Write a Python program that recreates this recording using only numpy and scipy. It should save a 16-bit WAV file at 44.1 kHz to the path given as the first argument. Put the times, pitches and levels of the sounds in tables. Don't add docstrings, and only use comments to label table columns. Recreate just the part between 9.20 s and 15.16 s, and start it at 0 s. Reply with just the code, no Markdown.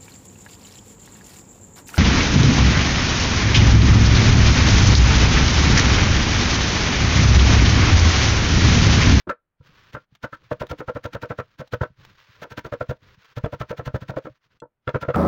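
import sys
import numpy as np
from scipy import signal
from scipy.fft import rfft, irfft, next_fast_len
from scipy.io import wavfile
from scipy.ndimage import uniform_filter1d

SR = 44100
rng = np.random.default_rng(int(sys.argv[2]) if len(sys.argv) > 2 else 0)


def inscribe(sig):
    pcm = np.round(np.clip(np.atleast_2d(sig).T, -1, 1) * 32767)
    wavfile.write(sys.argv[1], SR, pcm.astype(np.int16))


N = 262836
AGE = np.arange(SR // 10) / SR


def from_db(db):
    return np.exp(np.asarray(db) * (np.log(10) / 20))


def rms_one(x):
    return x / np.sqrt(np.mean(x ** 2) + 1e-20)


def peak_one(x):
    return x / np.sqrt(uniform_filter1d(x ** 2, size=300).max() + 1e-20)


def add(track, s, sound):
    at = int(np.clip(round(s * SR), 0, N - 1))
    track[at:at + len(sound)] += sound[:N - at]


def colour(x, spectrum):
    size = 2 * next_fast_len(len(x) // 2 + len(AGE) // 2)
    hz, db = np.transpose(spectrum)
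    bin_hz = np.arange(size // 2 + 1) * SR / size
    gain = rms_one(from_db(np.interp(np.log(bin_hz + 1), np.log(hz), db)))
    cepstrum = irfft(np.log(gain))
    cepstrum[1:size // 2] *= 2
    cepstrum[size // 2 + 1:] = 0
    return irfft(rfft(x, size) * np.exp(rfft(cepstrum)))[:len(x)]


def grains(length, per_s, spread_db):
    sizes = from_db(spread_db * np.minimum(rng.exponential(1, length), 4))
    return rms_one(sizes * rng.choice([-1, 1], length) * (rng.random(length) < per_s / SR))


def swells(rows, rise_s, fall_s):
    t = np.arange(0, N, 20) / SR
    start, lasts, db = np.transpose(rows)[:, :, None]
    rise = np.minimum(t - start, 0) / rise_s
    fall = np.maximum(t - start - lasts, 0) / fall_s
    each = from_db(db) * np.exp(rise - fall)
    return np.interp(np.arange(N) / SR, t, each.max(0))


def wander(per_s):
    points = rng.standard_normal(6000)
    return np.interp(np.arange(N) / SR * per_s, np.arange(len(points)), points)


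def strike(modes, centre_hz, focus_db, uneven_db, detune):
    hz, db, t60 = np.transpose(modes)[:, :, None]
    strength, shift = rng.standard_normal((2, len(modes), 1))
    sign = rng.choice([-1, 1], (len(modes), 1))
    octaves_away = np.abs(np.log2(hz / centre_hz))
    db = db + uneven_db * strength - focus_db * octaves_away
    tones = np.sin(2 * np.pi * hz * (1 + detune * shift) * AGE)
    return np.sum(sign * from_db(db - 60 * AGE / t60) * tones, axis=0)


def pressed(ring, contact_s, rough):
    judder = rng.standard_normal(len(AGE)) * AGE / contact_s * np.exp(-AGE / contact_s)
    shaken = signal.fftconvolve(ring, judder)[:len(AGE)]
    smooth = ring * (1 - np.exp(-(AGE / contact_s) ** 2))
    return peak_one(peak_one(smooth) + rough * peak_one(shaken))


# frequency in Hz, density level in dB.
RUSTLE_SPECTRUM = [(250, -13.5), (500, 1), (750, -7), (1000, 4.5), (1500, 6), (2200, 2), (3500, -0.5),
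                   (5000, -6), (6600, -13), (8200, -29.5), (13000, -35.5), (15000, -17), (16000, -13)]
RUBBING_SPECTRUM = [(25, -8), (70, -5.5), (125, 2), (220, -14.5), (500, -17.5), (1000, -29.5), (4000, -63)]
# start in seconds, duration in seconds, level in dB.
GATHERINGS = [(0, .015, -66), (.45, 0.26, -59.5), (.81, .035, -72), (.92, .05, -73), (1.215, .1, -61.5),
              (2.28, .08, -67), (2.68, .07, -74), (2.8, .41, -58.5), (3.83, .12, -58.5), (4.0, .13, -57.5),
              (5.12, .055, -70), (5.245, .025, -67), (5.32, 0.051, -67)]


def handling(rub_db=-3, spurt_db=2.5, stir_s=.075, stir_db=-66):
    stirring = [(lands, stir_s, stir_db) for lands, *_ in STROKES]
    motion = swells(list(GATHERINGS) + stirring, rise_s=0.018, fall_s=0.0059)
    spurts = from_db(spurt_db * wander(70))
    leaves = spurts * colour(grains(N, per_s=3100, spread_db=2.0), RUSTLE_SPECTRUM)
    pressure = 1 + np.tanh(wander(14))
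    rubbing = from_db(rub_db) * pressure * colour(rng.standard_normal(N), RUBBING_SPECTRUM)
    return motion * (leaves + rubbing)


# frequency in Hz, density level in dB.
AIR_SPECTRUM = [(25, -0.5), (130, -4.5), (300, -12.5), (1500, -17), (5000, -37.5), (16000, -38.5)]


def air(level_db=-82):
    return from_db(level_db) * colour(rng.standard_normal(N), AIR_SPECTRUM)


# time in seconds, wood and clack levels in dB, wood centre
# in Hz, delay of the second touch in seconds, its level against the first in dB.
LAYDOWNS = [(.074, -28, -47, 380, .011, -4), (.094, -27, -22, 400, .006, 1),
            (.111, -31, -27, 520, .013, -10)]
# landing time in seconds, lead of the cut in seconds, crunch, shove, wood and
# clack levels in dB, wood centre in Hz, delay of the heel in seconds, heel against tip in dB.
STROKES = [(0.75, 0.018, -50, -34.5, -33, -29, 530, 0.016, -2.5),
           (1.042, 0.01, -45, -32.5, -29.5, -24, 545, 0.016, -12),
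           (1.13, 0.002, -54, -42, -44.5, -29.5, 356, 0.016, -7),
           (1.315, 0.0044, -50, -25.5, -21, -26, 580, 0.012, -10.5),
           (1.417, 0.013, -44.5, -27, -22, -32, 570, 0.015, -4),
           (1.514, 0.015, -42.5, -28.5, -27.5, -34, 507, 0.014, -2.5),
           (1.605, 0.019, -48.5, -37, -28, -33, 530, 0.009, -5.5),
           (1.684, 0.0068, -53.5, -31.5, -28, -31, 556, 0.0095, 4.5),
           (1.758, 0.006, -55, -30, -30.5, -31.5, 620, 0.008, 5),
           (1.854, 0.012, -44, -28.5, -25.5, -32.5, 546, 0.011, -9.5),
           (1.951, 0.019, -45.5, -29.5, -30.5, -31.5, 550, 0.011, -0.5),
           (2.032, 0.013, -48, -32, -29.5, -31.5, 530, 0.015, -1.5),
           (2.106, 0.011, -54, -27.5, -26, -28.5, 560, 0.011, -2),
           (2.188, 0.0052, -50, -28, -27, -28, 560, 0.011, 2.5),
           (2.404, 0.014, -49, -32, -32.5, -41, 550, 0.009, 3),
           (2.535, 0.01, -42.5, -23.5, -23, -27, 497, 0.008, -6.5),
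           (2.613, -0.003, -50, -17, -25, -24, 510, 0.02, 2),
           (3.223, 0.0026, -45.5, -45.5, -36, -41.5, 530, 0.026, 0),
           (3.318, 0.011, -48, -39, -45, -38.5, 490, 0.017, -17),
           (3.377, 0.0015, -41, -33.5, -37, -34.5, 505, 0.008, 0),
           (3.45, 0.0014, -49, -34, -30.5, -38, 554, 0.016, 0),
           (3.525, 0.0019, -50, -31, -26, -30.5, 537, 0.012, 0.5),
           (3.61, 0.004, -52, -28.5, -20.5, -27, 557, 0.015, -13),
           (3.696, 0.003, -46, -21, -28.5, -38, 506, 0.015, 5.5),
           (4.174, 0.0088, -47.5, -24.5, -32, -38.5, 570, 0.023, -12.5),
           (4.244, 0.0047, -53.5, -17.5, -23.5, -32, 510, 0.016, 0),
           (4.33, 0.0039, -51, -30.5, -29.5, -37, 530, 0.0098, -3.5),
           (4.413, 0.011, -45, -23.5, -27.5, -29.5, 530, 0.017, -9),
           (4.508, 0.013, -46, -31, -24.5, -39, 535, 0.018, -3),
           (4.595, 0.022, -50.5, -26.5, -26.5, -36, 516, 0.015, -6),
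           (4.676, 0.018, -45, -24.5, -30, -33.5, 580, 0.022, -14),
           (4.745, 0.00021, -47.5, -19.5, -26.5, -35.5, 510, 0.013, 0.5),
           (4.823, 0.012, -54, -30.5, -46.5, -44.5, 510, 0.008, 1),
           (4.897, 0.012, -48.5, -24.5, -26, -35.5, 424, 0.018, -9),
           (4.968, 0.003, -54.5, -32, -21, -33, 530, 0.014, -7.5),
           (5.055, 0.014, -61.5, -40, -34.5, -38.5, 523, 0.014, 2.5),
           (5.677, 0.001, -56, -23.5, -21, -23.5, 507, 0.013, -1.5),
           (5.746, 0.002, -58, -19, -22, -25.5, 515, 0.011, 2),
           (5.831, 0.017, -46, -32.5, -27, -28.5, 554, 0.018, -5),
           (5.887, 0.003, -57, -23.5, -18, -28.5, 587, 0.014, -0.5),
           (5.945, -0.0011, -50, -23, -23.5, -19.5, 514, 0.008, -17)]


def contacts(usual_hz=1267, usual_db=-4.5, db_per_octave=59.5, settle_db=-13.5, dull_db=-5.5):
    rows = []
    landings = [(row[0], *row[4:]) for row in STROKES] + list(LAYDOWNS)
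    for s, wood_db, clack_db, wood_hz, heel_s, heel_db in landings:
        clack_hz = usual_hz * 2 ** ((clack_db - wood_db - usual_db) / db_per_octave)
        rows.append((s, wood_db, wood_hz, clack_db, clack_hz))
        for later, db in (heel_s, heel_db), (1.9 * heel_s, heel_db + settle_db):
            rows.append((s + later, wood_db + db, wood_hz, clack_db + db + dull_db, clack_hz))
    return rows


# frequency in Hz, level in dB, time to decay by 60 dB in seconds.
WOOD_MODES = [(228, -3, .04), (292.6, -1.5, 0.043), (324, -7, 0.046), (433, -17, 0.028),
              (489.2, 0.5, 0.052), (542, -4, .04), (591.5, -3.5, .04), (687, -9.5, 0.027)]
CLACK_MODES = [(893, -5.5, 0.049), (941.6, -1, 0.048), (1045.5, 0, 0.03), (1129, -11, 0.013),
               (1274, -7.5, 0.029), (1339, 2, 0.048), (1498, -1.5, 0.045), (1604, -10.5, .04),
               (1771, -5.5, 0.038), (2041, -10, 0.031)]
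# frequency in Hz, density level in dB.
CRACK_SPECTRUM = [(100, -7), (280, 0), (390, -4.5), (600, 4.5), (800, -5.5), (1400, 3), (2000, -7),
                  (3000, -18.5), (6000, -39), (9000, -58.5), (16000, -62.5)]


def knocks(crack_db=-7, crack_t60=0.049, crack_rise_s=0.0035, ring_db=-1, lead_s=0.005987, press_db=-9):
    rings, cracks = np.zeros((2, N))
    for s, wood_db, wood_hz, clack_db, clack_hz in contacts():
        wood = strike(WOOD_MODES, wood_hz, focus_db=12, uneven_db=2.5, detune=0.026)
        clack = strike(CLACK_MODES, clack_hz, focus_db=16.0, uneven_db=2.5, detune=0.017)
        for ring, db in (wood, wood_db + ring_db), (clack, clack_db + ring_db):
            add(rings, s - lead_s, from_db(db + press_db) * pressed(ring, contact_s=0.0051, rough=1.4))
            add(rings, s - .001, from_db(db) * pressed(ring, contact_s=0.0014, rough=0.47))
        envelope = from_db(-60 * AGE / crack_t60) * (1 - np.exp(-AGE / crack_rise_s))
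        burst = peak_one(rng.standard_normal(len(AGE)) * envelope)
        add(cracks, s - .002, from_db((wood_db + clack_db) / 2 + crack_db) * burst)
    return rings + colour(cracks, CRACK_SPECTRUM)


# frequency in Hz, level in dB, time to decay by 60 dB in seconds.
TABLE_MODES = [(48, -16, 0.088), (72.4, -5.5, 0.057), (102.6, -3, 0.048), (129.6, -2, 0.059),
               (181, -4.5, 0.039), (266.2, -6.5, 0.041)]
# time in seconds, level in dB.
BUMPS = [(.082, -37), (0.406, -43), (.495, -53), (.925, -51), (2.704, -48), (2.79, -52), (3.09, -51),
         (3.975, -51.5), (5.10, -45.5), (5.423, -46.5)]


def thumps(shove_hz=118, bump_hz=130, lead_share=.3):
    out = np.zeros(N)
    shoves = [(lands - lead_share * lead, db, shove_hz) for lands, lead, _, db, *_ in STROKES]
    for s, db, hz in shoves + [(s, db, bump_hz) for s, db in BUMPS]:
        rocking = strike(TABLE_MODES, hz, focus_db=7, uneven_db=2.5, detune=.04)
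        add(out, s - .006, from_db(db) * pressed(rocking, contact_s=0.011, rough=0.17))
    return out


# frequency in Hz, level in dB, time to decay by 60 dB in seconds.
BLADE_MODES = [(2060, -4.5, 0.018), (2710, 1, 0.025), (3376, 1.5, 0.027), (4150, -6.5, .018),
               (4960, -7, .016), (6030, -12, .016), (6950, -13, 0.014), (7850, -18.5, 0.013),
               (9700, -24, .012)]
# time in seconds, level in dB, centre frequency in Hz.
PINGS = [(.094, -39.5, 2290), (4.248, -43.5, 2180), (5.401, -53, 7800), (5.676, -37, 2900),
         (5.692, -41, 2880), (5.825, -44, 3600), (5.905, -44, 2300)]


def blade_pings():
    out = np.zeros(N)
    for s, db, hz in PINGS:
        steel = strike(BLADE_MODES, hz, focus_db=11.0, uneven_db=3, detune=0.011)
        add(out, s, from_db(db) * pressed(steel, contact_s=0.00071, rough=0.44))
    return out


# frequency in Hz, density level in dB.
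CRUNCH_SPECTRUM = [(150, -10.5), (500, 1), (800, 4), (1500, 4), (2500, 2), (3500, 3), (5000, -4),
                   (6600, -6.5), (8200, -20.5), (10000, -24), (13700, -24), (14800, -10.5), (16000, -11.5)]
# time in seconds, relative level in dB.
SHORT_CRUNCHES = [(.098, -41), (.951, -54), (1.468, -50.5), (1.513, -44), (2.056, -55), (2.475, -56.5),
                  (2.85, -48), (4.046, -57), (5.052, -60)]


def short_crunches(gain_db=3, t60=0.033):
    out = np.zeros(N)
    for s, db in SHORT_CRUNCHES:
        burst = grains(len(AGE), per_s=20000, spread_db=6.0) * from_db(-60 * AGE / t60)
        add(out, s, from_db(db + gain_db) * peak_one(burst))
    return colour(out, CRUNCH_SPECTRUM)


# time in seconds, level in dB.
HANDLE_KNOCKS = [(.406, -57), (3.252, -40), (4.936, -40), (5.419, -36), (5.431, -40), (5.451, -51)]


def handle_knocks(centre_hz=560, top_hz=1700):
    out = np.zeros(N)
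    for s, db in HANDLE_KNOCKS:
        wood = strike(WOOD_MODES + CLACK_MODES, centre_hz, focus_db=9, uneven_db=1.5, detune=.02)
        add(out, s, from_db(db) * pressed(wood, contact_s=.003, rough=.4))
    return signal.sosfilt(signal.butter(4, top_hz, fs=SR, output="sos"), out + 1e-18)


def cuts(usual_s=.022, s_per_db=.0004, usual_db=-48):
    lands, lead, db = np.transpose(STROKES)[:3]
    lasts = np.maximum(usual_s - s_per_db * (db - usual_db), .005)
    return np.transpose([lands - lead, lasts, db])


def cutting(crunch_db=0.5, body_db=7, drag_db=-16):
    sinking = swells(cuts(), rise_s=.004, fall_s=0.0027)
    dragging = from_db(drag_db) * swells(cuts(), rise_s=.006, fall_s=0.015)
    effort = np.maximum(sinking, dragging) * from_db(1.3 * wander(200))
    fibres = effort * grains(N, per_s=8000, spread_db=3.5)
    board = strike(WOOD_MODES + CLACK_MODES, 910, focus_db=2.0, uneven_db=-0.5, detune=0.014)
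    shaken = signal.fftconvolve(fibres, board / np.linalg.norm(board))[:N]
    return from_db(crunch_db) * colour(fibres, CRUNCH_SPECTRUM) + from_db(body_db) * shaken


def stalk_pops(pop_db=-5, low_hz=1800, high_hz=6500, t60=0.012, spread_db=2, count=8):
    out = np.zeros(N)
    for (start, lasts, db), draws in zip(cuts(), rng.random((len(STROKES), count, 3))):
        for when, pitch, size in draws:
            hz = low_hz * (high_hz / low_hz) ** pitch
            level = from_db(db + pop_db + spread_db * (2 * size - 1.0)) * low_hz / hz
            pop = 2 * np.sin(2 * np.pi * hz * AGE) * from_db(-60 * AGE / t60)
            add(out, start + when * lasts, level * pop)
    return out


def kitchen(x, t60=0.13, tail_db=-20.5, wall_s=.0165, wall_db=-17, band_hz=(250, 3500)):
    t = np.arange(SR // 2) / SR
    tail = rng.standard_normal(len(t)) * from_db(-60 * t / t60) * np.clip(t / 0.016, 0, 1)
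    response = from_db(tail_db) * tail / np.linalg.norm(tail)
    add(response, wall_s, from_db([wall_db]))
    dull = signal.butter(1, band_hz, "band", fs=SR, output="sos")
    return signal.sosfilt(dull, signal.fftconvolve(x, response)[:N])


def scene():
    impacts = knocks() + handle_knocks() + blade_pings() + thumps()
    greens = short_crunches() + cutting() + stalk_pops() + handling()
    direct = impacts + greens
    return (direct + air() + kitchen(direct))[None]


def record(dry):
    cutoff_hz = 15850
    return signal.sosfilt(signal.ellip(12, .1, 80, cutoff_hz, fs=SR, output="sos"), dry)


dry = scene()
out = record(dry)
inscribe(out)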